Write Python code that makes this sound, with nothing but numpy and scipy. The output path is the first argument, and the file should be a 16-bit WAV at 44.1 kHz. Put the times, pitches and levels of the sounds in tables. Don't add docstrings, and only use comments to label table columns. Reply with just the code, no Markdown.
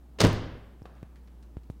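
import sys
import numpy as np
from scipy import signal
from scipy.fft import rfft, irfft, next_fast_len
from scipy.io import wavfile
from scipy.ndimage import uniform_filter1d, map_coordinates

SR = 44100
rng = np.random.default_rng(int(sys.argv[2]) if len(sys.argv) > 2 else 0)


def wav_out(sig):
    wavfile.write(sys.argv[1], SR, np.round(np.clip(np.atleast_2d(sig).T, -1, 1) * 32767).astype(np.int16))


def gain_from_db(level_db):
    decades = np.asarray(level_db, float) / 20
    return 10 ** decades


N = 79380
GRIT_DB = 2.5


def unit(x):
    return x / np.sqrt(np.mean(x ** 2) + 1e-20)


def along(points, hz):
    f, value = np.transpose(points)
    return np.interp(np.log(hz + 1), np.log(f + 1), value)


def wobble(rate):
    return map_coordinates(rng.standard_normal(200), [np.arange(N) * rate / SR])


def filtered(x, response):
    size = next_fast_len(len(x) + SR // 4)
    spectrum = rfft(x, size) * response(np.fft.rfftfreq(size, 1 / SR))
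    return irfft(spectrum, size)[:len(x)]


def resonance(f, centre_hz, width_hz):
    return 1j * f * width_hz / (centre_hz ** 2 - f * f + 1j * f * width_hz)


def add(track, start_s, sound):
    part = track[round(start_s * SR):][:len(sound)]
    part += sound[:len(part)]


def burst(response, length_s, grit_db):
    t = np.arange(SR // 8) / SR
    grains = np.repeat(rng.standard_normal(len(t) // 20 + 1), 20)[:len(t)]
    noise = rng.standard_normal(len(t)) * gain_from_db(grit_db * grains)
    attack = 1 - np.exp(-t / .0002)
    return .5 * unit(filtered(noise, response)) * gain_from_db(-20 * t / length_s) * attack


def band_burst(centre_hz, width_hz, length_s, grit_db):
    return burst(lambda f: resonance(f, centre_hz, width_hz) ** 2, length_s, grit_db)


def ringing(modes, length_s):
    t = np.arange(round(length_s * SR)) / SR
    return sum(gain_from_db(db - 60 * t / t60) * np.sin(2 * np.pi * hz * t) for hz, db, t60 in modes)


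def latch():
    # start in seconds, peak level in dB, rattle length in seconds, tilt in dB per octave.
    contacts = [(0.1872, -26.5, 0.022, -4.5), (0.199, -23.5, 0.021, -3), (.204, -7, 0.0084, -1.5),
                (0.2101, -12, .011, -2.5), (.214, -11.5, .014, -2), (0.224, -18.5, 0.02, -6.5),
                (.233, -17.5, .005, -3), (.238, -17.5, 0.009, 0), (0.2429, -7.5, 0.033, -9.5),
                (0.2487, -17, .006, 0.5), (0.257, -14.5, 0.035, -7.5), (0.269, -22, .005, 2)]
    # centre in Hz, width in Hz, level in dB.
    steel = [(1020, 55, -6.5), (3010, 310, -3), (4630, 130, -7.5), (5450, 300, -7), (6050, 760, -10),
             (8000, 2500, -17.5)]
    # frequency in Hz, density in dB per Hz.
    scrape = [(180, -14), (300, -3), (1120, -9), (2170, -7), (4670, -5), (5610, -14), (8360, -19),
              (16000, -34)]
    steel_share = .4

    def colour(f):
        rings = sum(gain_from_db(db) * resonance(f, centre, width) for centre, width, db in steel)
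        return steel_share * rings + gain_from_db(along(scrape, f))

    out = np.zeros(N)
    for start_s, db, length_s, tilt_db in contacts:
        tilted = lambda f: colour(f) * gain_from_db(tilt_db * np.log2(f / 3000 + .05))
        add(out, start_s, gain_from_db(db) * burst(tilted, length_s, GRIT_DB))
    late_click = burst(lambda f: resonance(f, 6000, 14000), .004, GRIT_DB)
    add(out, .3295, gain_from_db(-33) * late_click)
    return out


def shell():
    # start in seconds, peak level in dB, softness in seconds, signed direction.
    blows = [
        (0.185, -42, 0.000296, 0.77),
        (0.2052, -21, 0.000067, -1.22),
        (0.2201, -21, 0.00021, 1),
        (.234, -18, 0.00026, -0.75),
        (.238, -11, 0.00024, 0.94),
        (0.2421, -14, 0.00033, -0.92),
        (.246, -21, 0.00047, 0.84),
        (0.251, -19, 0.00017, -0.7),
    ]
    # frequency in Hz, level in dB, t60 in seconds.
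    body_modes = [(62, -7, 0.067), (78, -23, 0.1135), (102.5, -10, 0.62), (120, 3, .05), (142, -16, 0.61),
                  (178.5, -4.5, 0.36), (261.7, -8.5, 0.23), (328.2, -20, 0.049), (438.3, -6, 0.15),
                  (497, 7.5, 0.041), (625, -8.5, 0.059), (1070, -6, .04), (1350, -4, 0.06),
                  (1630, -2.5, .04)]
    # frequency in Hz, level in dB, t60 in seconds.
    whump = [(70, 0, .12)]
    # start in seconds, peak level in dB, centre in Hz, width in Hz,
    # length in seconds.
    seating = [
        (.237, -19, 1282, 1403, 0.021),
        (0.247, -21.5, 1480, 1597, 0.035),
    ]

    force, t = np.zeros(N), np.arange(SR // 50) / SR
    for start_s, db, soft_s, direction in blows:
        push = t * np.exp(-t / soft_s)
        add(force, start_s, direction * gain_from_db(db) * push / push.sum())
    out = signal.fftconvolve(force, .5 * ringing(body_modes, .5))[:N]
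    add(out, .207, -gain_from_db(-20) * ringing(whump, .3))
    for start_s, db, centre_hz, width_hz, length_s in seating:
        add(out, start_s, gain_from_db(db) * band_burst(centre_hz, width_hz, length_s, GRIT_DB))
    return out


def low_cut(f):
    cut_hz, damping = 58, 1.254
    return -f * f / (cut_hz ** 2 - f * f + 1j * f * cut_hz * damping)


def hall(x):
    # frequency in Hz, t60 in seconds.
    decay = [(60, 0.72), (250, 0.76), (1000, 0.85), (3000, 0.81), (6000, 0.53), (10000, .33), (15000, 0.17)]
    # frequency in Hz, level in dB.
    tone = [(60, 2.5), (150, -2.5), (500, -0.5), (1500, 3), (5000, -2), (10000, -3), (15000, -1.5)]
    build_s = 0.008

    hz, t, z = signal.stft(x, SR, nperseg=512, noverlap=384)
    energy = uniform_filter1d(abs(z) ** 2, size=3, axis=0)
    build_up = 1 - np.exp(-(t / build_s) ** 2)
    fall = gain_from_db(-120 * t / along(decay, hz)[:, None]) * build_up
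    fall *= gain_from_db(2 * along(tone, hz))[:, None] / fall.sum(axis=1)[:, None]
    late = abs(signal.fftconvolve(energy, fall, axes=1)[:, :len(t)])
    noise = signal.stft(rng.standard_normal(N), SR, nperseg=512, noverlap=384)[2]
    noise = noise / np.sqrt(np.mean(abs(noise) ** 2))
    return signal.istft(np.sqrt(late) * noise, SR, nperseg=512, noverlap=384)[1][:N]


def pops():
    # start in seconds, peak level in dB, direction, swing in Hz, edge level in dB.
    slips = [
        (.8195, -33, 1, 75, -20),
        (1.0297, -29, -1, 90, -17),
        (1.5692, -26, 1, 66, -25),
        (1.7003, -25, -1, 80, -22),
    ]
    rise_s, damping = .0005, .58

    out, t = np.zeros(N), np.arange(SR // 10) / SR
    for start_s, db, direction, hz, edge_db in slips:
        w = 2 * np.pi * hz
        swing = np.exp(-damping * w * t) * np.cos(w * t)
        swing -= (1 - gain_from_db(edge_db)) * np.exp(-t / rise_s)
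        add(out, start_s, direction * gain_from_db(db) * swing / swing.max())
    return out


def ticks():
    # start in seconds, peak level in dB, centre in Hz, width in Hz, length in seconds.
    scuffs = [(0.151, -67, 1350, 610, 0.017), (0.159, -59, 600, 695, 0.026),
              (.8268, -50.5, 5350, 793, 0.0041), (0.856, -49.5, 1200, 2880, 0.022),
              (.856, -54.5, 3000, 3000, 0.0096), (0.875, -60, 3000, 6070, 0.0041),
              (.952, -62, 5500, 3000, 0.0047), (1.157, -54.5, 1500, 3500, 0.031),
              (0.962, -62, 1200, 2500, 0.14), (1.2745, -52.5, 1200, 2830, 0.016),
              (1.031, -48.5, 1300, 1500, 0.0086), (1.426, -56, 4140, 4520, 0.019),
              (1.429, -60, 990, 1560, 0.042), (1.569, -62, 2000, 3000, 0.036),
              (1.633, -63, 3500, 5000, .02), (1.701, -59, 3960, 8000, .03)]
    # frequency in Hz, level in dB, t60 in seconds.
    trim = [(488, 3.5, 0.015), (737, 1, 0.017), (1170, -4, 0.024), (1576, -7, 0.014), (2500, -15, .015),
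            (3500, -18, 0.014)]

    out = np.zeros(N)
    for start_s, db, centre_hz, width_hz, length_s in scuffs:
        add(out, start_s, gain_from_db(db) * band_burst(centre_hz, width_hz, length_s, grit_db=3))
    add(out, .8555, gain_from_db(-40.5) * ringing(trim, .1))
    return out


def air():
    # time in seconds, level in dB.
    hum_level = [(0.0, -51), (0.114, -50.5), (0.344, -50.5), (0.966, -50.5), (1.128, -50), (1.8, -48.5)]
    # frequency in Hz, density in dB per Hz.
    hiss_tone = [(70, -23), (130, -4), (210, -5.5), (330, -10), (500, -18.5), (800, -21), (2000, -34),
                 (7000, -42)]
    hum_hz, wander_hz, wobble_db, patchy_db = 59.5, 1, 0.1, -0.5

    time_s, level_db = np.transpose(hum_level)
    phase = 2 * np.pi * np.cumsum(hum_hz + wander_hz * wobble(6)) / SR
    hum_db = np.interp(np.arange(N) / SR, time_s, level_db) + wobble_db * wobble(10)
    hum = np.sqrt(2) * gain_from_db(hum_db) * np.sin(phase)

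    z = signal.stft(rng.standard_normal(N + 512), nperseg=512)[2]
    patches = uniform_filter1d(rng.standard_normal(z.shape), 6, 0)
    patches = unit(uniform_filter1d(patches, 10, 1))
    hiss = signal.istft(z * gain_from_db(patchy_db * patches), nperseg=512)[1][:N]
    hiss = unit(filtered(hiss, lambda f: gain_from_db(along(hiss_tone, f))))

    rumble = unit(filtered(rng.standard_normal(N), lambda f: resonance(f, 52, 41) ** 2))
    return hum + gain_from_db(-59) * hiss + gain_from_db(-65) * rumble


def scene():
    door = filtered(latch() + shell(), lambda f: low_cut(f) ** 2)
    small = ticks()
    answer = hall(gain_from_db(-7.5) * door + gain_from_db(-4) * small)
    return (door + answer + small + pops() + air())[None]


def low_pass(x):
    return signal.sosfilt(signal.butter(12, 16440, fs=SR, output="sos"), x)


def record(dry):
    mix = filtered(dry[0], lambda f: f < 15900)[None]
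    return low_pass(mix)


dry = scene()
out = record(dry)
wav_out(out)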